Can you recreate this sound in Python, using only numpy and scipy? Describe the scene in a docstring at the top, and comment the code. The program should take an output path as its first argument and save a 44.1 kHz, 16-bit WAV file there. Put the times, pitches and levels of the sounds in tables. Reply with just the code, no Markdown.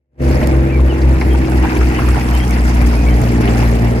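"""Beside a road, floodwater swirls into a whirlpool. It rushes and gurgles as bubbles ring in it, slops as
pockets of air close, and hisses and ticks with foam and bursting drops. A big engine out of sight drones under
it, its pitch sinking slowly and its bass swelling and fading in a steady beat, about four times a second. A
songbird whistles faintly in the distance."""
import sys
import numpy as np
from scipy import signal
from scipy.io import wavfile

SR = 44100
rng = np.random.default_rng(int(sys.argv[2]) if len(sys.argv) > 2 else 0)


def persist_wave(psi):
    """Save psi, clipped to +-1, as 16-bit WAV."""
    counts = np.round(np.clip(psi, -1, 1) * 32767).astype(np.int16)
    wavfile.write(sys.argv[1], SR, np.atleast_2d(counts).T)


N = 176400
TIME = np.arange(N) / SR


def from_db(db):
    """Turn decibels into a number to multiply a sound by."""
    return 10 ** (np.asarray(db) / 20)


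def rms_one(x):
    """Scale a signal so that its average strength (rms) is 1."""
    return x / np.sqrt(np.mean(x ** 2) + 1e-20)


def in_time(rows):
    """Join (seconds, value) points into a curve with a value for every sample."""
    return np.interp(TIME, *np.transpose(rows))


def at_hz(points, hz):
    """Read between (Hz, value) points, giving every octave the same width."""
    f, value = np.transpose(points)
    return np.interp(np.log(hz), np.log(f), value)


def drift(rate):
    """A smooth random wobble of about -1 to 1; a higher rate makes it quicker."""
    step = 40  # samples between random points
    r = np.exp(-2 * np.pi * rate * step / SR)
    slow = signal.lfilter([1], [1, -2 * r, r * r], rng.standard_normal(N // step + 2002))[2000:]
    return np.interp(np.arange(N) / step, np.arange(len(slow)), rms_one(slow))


def band(x, low, high):
    """Keep the part of a sound between two frequencies in Hz."""
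    return signal.sosfilt(signal.butter(2, [low, min(high, SR / 2 - 100)], "band", fs=SR, output="sos"), x)


def pan(db):
    """Left and right gains that make the left louder by this many dB."""
    return from_db([[db / 2], [-db / 2]])


def spaced(pair, lag_s):
    """The right channel hears the sound a little later."""
    return np.array([pair[0], np.interp(TIME - lag_s, TIME, pair[1])])


def banded_noise(spectrum, patchy_db, flicker_per_s):
    """Stereo noise in bands a third of an octave wide, flickering partly together, partly alone."""
    # Each row: frequency in Hz, how alike left and right are (1 is the same).
    likeness = [(60, 0.94), (150, 0.87), (300, 0.98), (600, 0.8), (1200, 0.2), (3000, 0.06), (12000, 0.057)]
    # Each row: frequency in Hz, how much louder the left is in dB.
    balance = [(500, -1), (1300, -4.5), (2500, 3.5), (5000, -1), (9000, 0)]
    out, together = 0, drift(flicker_per_s)
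    edges = 22 * 2 ** (np.arange(30) / 3)
    white = rng.standard_normal((2, 2, N))
    for k, (low, high) in enumerate(zip(edges, edges[1:])):
        own = drift(flicker_per_s)
        if high < spectrum[0][0] or low > spectrum[-1][0]:
            continue
        mid, side = band(white[k % 2], low, high)  # mid is shared; side sets left and right apart
        hz = np.sqrt(low * high)
        alike = at_hz(likeness, hz)
        gain = from_db(at_hz(spectrum, hz) + patchy_db * (.74 * together + own)) * pan(at_hz(balance, hz))
        out = out + gain * (np.sqrt(1 + alike) * mid + np.sqrt(1 - alike) * side * [[1], [-1]])
    return rms_one(out)


def pings(spectrum, low_hz, high_hz, per_s, cycles, size_db, clump_db, pitches=30):
    """Bubbles or drops come in clumps; each rings and dies away by 60 dB over the given cycles."""
    chance = np.cumsum(from_db(clump_db * drift(14)))
    draws = np.random.default_rng(rng.integers(1 << 30)).random((int(per_s * N / SR), 5))
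    when = np.searchsorted(chance, draws[:, 0] * chance[-1])
    size = from_db(size_db * np.minimum(-np.log(1 - draws[:, 1]), 4)) * np.sign(draws[:, 2] - .5)
    angle = (draws[:, 3] - .5) * np.pi * .55 + np.pi / 4  # place from left to right
    pitch_index = (draws[:, 4] * pitches).astype(int)
    out = np.zeros((2, N))
    for k, hz in enumerate(np.geomspace(low_hz, high_hz, pitches)):
        clicks, mine = np.full((2, N), 1e-18), pitch_index == k
        clicks[:, when[mine]] = size[mine] * [np.cos(angle[mine]), np.sin(angle[mine])]
        fade, turn = from_db(-60 * hz / (cycles * SR)), 2 * np.pi * hz / SR  # per sample
        ringing = signal.lfilter([1, 0, -1], [1, -2 * fade * np.cos(turn), fade * fade], clicks)
        out += hz * from_db(at_hz(spectrum, hz)) * ringing
    return rms_one(out)


def bird(gain_db=-4.5, scatter_s=.02, scatter_db=-3.5):
    """A far bird's pure whistles each bend through three pitches and blur as they scatter on the way."""
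    # Each row: start and length in seconds, first, middle and last pitch in Hz, relative level in dB.
    notes = [(0.68, 0.036, 2430, 2520, 2650, -34.5), (0.715, .07, 2375, 2300, 2240, -30.5),
             (0.892, 0.042, 3030, 2910, 2530, -30), (1.301, 0.049, 3230, 3200, 3140, -34.5),
             (1.966, 0.037, 3120, 2880, 2600, -30), (2.329, 0.044, 2970, 3070, 3110, -32.5),
             (2.388, 0.057, 3260, 3180, 3280, -31.5), (2.5, 0.05, 2320, 2110, 1860, -29.5),
             (2.955, 0.095, 2554, 2460, 2590, -31), (3.061, 0.036, 2180, 2256, 2290, -27),
             (3.098, 0.034, 3060, 3090, 3130, -35)]
    out, wobble = np.zeros(N + SR), 1 + .011 * drift(80)
    for start_s, length_s, first, middle, last, db in notes:
        progress = np.linspace(0, 1, int(length_s * SR))
        span = slice(int(start_s * SR), int(start_s * SR) + len(progress))
        hz = np.polyval(np.polyfit([0, .5, 1], [first, middle, last], 2), progress) * wobble[span]
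        swell = np.sqrt(2 * np.abs(np.sin(np.pi * progress)))
        out[span] += from_db(db + gain_db) * swell * np.sin(2 * np.pi * np.cumsum(hz) / SR)
    scatter = rms_one(rng.standard_normal((2, N)) * np.exp(-TIME / scatter_s)) / np.sqrt(N)
    return out[:N] + from_db(scatter_db) * signal.fftconvolve(out[None, :N], scatter)[:, :N]


def engine_tones(firing, firings_per_turn=3, beats_per_s=3.9, beat_crest_s=1.08):
    """The engine hums at multiples of its shaft's turning rate; the tones waver in the moving air."""
    # Tones at 1, 2 and 5 times the firing rate. Each row: time in seconds, relative level in dB.
    throb = [(.2, -14.5), (.68, -15), (.8, -12), (1.15, -12), (1.65, -15), (2.5, -14.5), (2.8, -12),
             (3.15, -11), (3.28, -19), (3.72, -13.5), (4, -23)]
    octave = [(.2, -19.5), (.7, -22.5), (1.8, -27.5), (3.05, -26.5), (3.3, -19), (4, -17)]
    fifth_harmonic = [(.2, -25.5), (.5, -20.5), (1.1, -24), (1.8, -22), (2.4, -28), (4, -27.5)]
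    # The lowest tone swells and dips. Each row: time in seconds, depth as a share of its strength.
    beat_depth = [(.5, .3), (.9, .5), (2.1, .55), (2.5, .12)]
    # More tones. Each row: multiple of the shaft rate, relative level in dB at start, midway and end.
    shaft_tones = [(5, -40, -42, -37), (9, -31, -31, -28.5), (11, -25.5, -31.5, -28),
                   (12, -36, -28.5, -22.5), (17, -39, -30, -43), (20, -35, -47, -35), (22, -34, -39, -50),
                   (23, -29, -41.5, -38), (27, -30.5, -46, -72)]
    # The times of those three levels, in seconds.
    level_times = [0, 1.7, 4]

    def tone(multiple, db, wander_rad):
        phase = multiple * firing + rng.uniform(0, 2 * np.pi) + wander_rad * drift(9)
        return np.sqrt(2) * from_db(db) * np.sin(phase)

    beat = 1 + in_time(beat_depth) * np.cos(2 * np.pi * beats_per_s * (TIME - beat_crest_s))
    tones = beat * tone(1, db=in_time(throb) + 1 + .7 * drift(9), wander_rad=.15)
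    tones += tone(2, db=in_time(octave) + 1.5 + 1.9 * drift(8), wander_rad=.12)
    tones += tone(5, db=in_time(fifth_harmonic) + 1.2 * drift(4), wander_rad=.1)
    for multiple, *levels_db in shaft_tones:
        db = np.interp(TIME, level_times, levels_db) + .5 + 2.2 * drift(1.6)
        tones += tone(multiple / firings_per_turn, db, wander_rad=.15)
    return tones


def engine(roar_db=6, roar_top_hz=2500, pulse_depth=.35):
    """A big engine slowly loses speed, humming over a low roar that pulses each time it fires."""
    # Each row: time in seconds, firings per second.
    firing_rate = [(0.2, 67.5), (.7, 66.2), (1.3, 64.6), (2, 62.7), (2.6, 60.9), (3.2, 59.3), (4, 58.1)]
    # The roar of engine and wind. Each row: frequency in Hz, relative level in dB.
    roar_spectrum = [(25, -25), (45, 5), (90, 3.5), (150, 1), (220, -4), (330, 1), (480, -10), (620, -12),
                     (800, -14), (1150, -26.5), (1900, -18.5), (2600, -26)]
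    # Each row: time in seconds, relative level of the roar in dB.
    roar_level = [(.22, -27), (.35, -22), (.9, -27), (1.7, -25), (2.4, -29.5), (3.1, -25), (4, -25)]
    firing = 2 * np.pi * np.cumsum(in_time(firing_rate)) / SR  # one full circle per firing
    tones = engine_tones(firing)
    roar = banded_noise(roar_spectrum, patchy_db=1.5, flicker_per_s=10.5)
    roar *= from_db(in_time(roar_level) + roar_db)
    roar = signal.sosfilt(signal.butter(10, roar_top_hz, fs=SR, output="sos"), roar)
    roar *= 1 + pulse_depth * np.cos(firing)
    return spaced(tones + roar, lag_s=.00036) * pan(db=.6)


def spray(hiss_db=2, drops_db=-5.5):
    """Foam hisses and fine drops crackle."""
    # Each row: frequency in Hz, relative level in dB.
    spectrum = [(2500, 4), (3700, -5), (4800, 4), (6000, -1.5), (8500, -4.5), (11500, -3), (14000, -10),
                (16000, -13)]
    # How lively the spray is. 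Each row: time in seconds, relative level in dB.
    level = [(.22, -45.5), (.31, -38.5), (.43, -41.5), (.65, -48.5), (1.3, -41.5), (1.8, -38), (2.7, -38),
             (3.3, -40), (3.65, -36.5), (4, -44)]
    hiss = banded_noise(spectrum, patchy_db=2.6, flicker_per_s=42)
    drops = pings(spectrum, low_hz=3550, high_hz=13300, per_s=1300, cycles=58, size_db=6.5, clump_db=3)
    return (from_db(hiss_db) * hiss + from_db(drops_db) * drops) * from_db(in_time(level))


def snaps(gain_db=11.5, decay_s=.0008, samples=1000):
    """Single drops burst close by, each with a bright tick."""
    # Each row: start in seconds, relative level in dB, how much louder the left is in dB.
    bursts = [(0.473, -26, -1), (1.4982, -38, 4), (2.089, -31, -1), (2.311, -32, -4), (2.3519, -31, -2),
              (2.509, -28, 4), (3.217, -32, 0), (3.591, -31, 6)]
    out = np.full((2, N + samples), 1e-18)
    for start_s, db, pan_db in bursts:
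        mid, side = rng.standard_normal((2, samples)) * np.exp(-np.arange(samples) / SR / decay_s)
        tick = mid + .5 * side * [[1], [-1]]
        start = int(start_s * SR)
        out[:, start:start + samples] += from_db(db + gain_db) * pan(pan_db) * tick
    return band(out[:, :N], 5000, 13000)


def slops(gain_db=-4, rise_s=.004, decay_s=.0105, ring_db=-5.5, ring_cycles=12, glide_per_s=3):
    """A pocket of air closes: a short splash, and a bubble that rings as its pitch rises."""
    # Each row: time of the peak in seconds, relative level in dB, starting pitch in Hz.
    pockets = [(0.415, -24, 1780), (.427, -18, 597), (.43, -26, 2420), (.797, -25, 1010),
               (1.018, -33.5, 4600), (1.214, -19.5, 2040), (1.211, -30, 4480), (1.215, -23, 987),
               (1.346, -19.5, 887), (1.447, -25, 2210), (1.649, -18.5, 924), (1.654, -20, 1550),
               (1.673, -23.5, 1640), (1.759, -28, 2540), (1.813, -21, 1270), (1.992, -17.5, 1260),
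               (2.021, -20.5, 1354), (2.086, -17.5, 1350), (2.158, -26, 1850), (2.172, -14, 780),
               (2.184, -25, 1320), (2.208, -23.5, 2130), (3.477, -19.5, 2590), (3.558, -24, 1276)]
    out = np.zeros((2, N))
    for peak_s, db, hz in pockets:
        age = np.clip(TIME - peak_s + rise_s, 0, 1)
        rise, after = np.minimum(age / rise_s, 1), np.maximum(age - rise_s, 0)
        mid, side = rms_one(band(rng.standard_normal((2, N)), hz / 1.21, hz * 1.21))
        splash = np.exp(-after / decay_s) * (mid + .5 * side * [[1], [-1]])
        phase = 2 * np.pi * hz * (age + glide_per_s * after ** 2 / 2)
        ring = np.sqrt(2) * np.exp(-after * hz / ring_cycles) * np.sin(phase)
        out += from_db(db + gain_db) * rise * (splash + from_db(ring_db) * ring)
    return out


def gurgle():
    """Low-pitched bubbles ring deep in the whirlpool's funnel."""
    # Each row: frequency in Hz, relative level in dB.
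    spectrum = [(380, -4.5), (480, -5.5), (620, -6.5), (820, -14)]
    # Each row: time in seconds, level in dB.
    level = [(.22, -27), (.35, -27.5), (.9, -30.5), (2.4, -40.5), (3, -28.5), (4, -27)]
    bubbles = pings(spectrum, low_hz=382, high_hz=811, per_s=350, cycles=17,
                    size_db=2.5, clump_db=2.5, pitches=12)
    return bubbles * from_db(in_time(level))


def churn(rush_db=.5, bubbles_db=-1.5):
    """The whirlpool rushes, and the bubbles that it folds under ring."""
    # Each row: frequency in Hz, relative level in dB.
    spectrum = [(400, -11), (800, 7.5), (1150, 0.5), (1600, 1), (2200, 1.5), (2700, -4), (3300, -22),
                (5000, -57)]
    # How hard the water churns. Each row: time in seconds, relative level in dB.
    level = [(.22, -36), (.38, -32.5), (.9, -34.5), (1.45, -32.5), (1.65, -28.5), (2.2, -27.5),
             (2.65, -29.5), (3.3, -32.5), (3.48, -27), (4, -35)]
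    rush = banded_noise(spectrum, patchy_db=2, flicker_per_s=13.5)
    bubbles = pings(spectrum, low_hz=636, high_hz=2720, per_s=260, cycles=44, size_db=3, clump_db=4)
    return (from_db(rush_db) * rush + from_db(bubbles_db) * bubbles) * from_db(in_time(level))


def scene():
    """Water in front, engine and bird further off."""
    whirlpool = spaced(churn() + gurgle() + spray(), lag_s=.0002815)
    return whirlpool + slops() + snaps() + engine() + bird()


def record(dry, open_s=.19, rise_s=.035, knee=.62, ceiling=.97, top_hz=16900):
    """The sound fades in after a silent moment; loud peaks are rounded and the highest treble is cut."""
    fade_db = np.interp(TIME, open_s + rise_s * np.array([-3, -.5, .5, 1]), [-60, -36, -5, 0])
    faded = dry * from_db(fade_db)
    kept = np.clip(faded, -knee, knee)
    rounded = kept + (ceiling - knee) * np.tanh((faded - kept) / (ceiling - knee))
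    return signal.sosfilt(signal.cheby2(12, 70, top_hz, fs=SR, output="sos"), rounded)


dry = scene()
out = record(dry)
persist_wave(out)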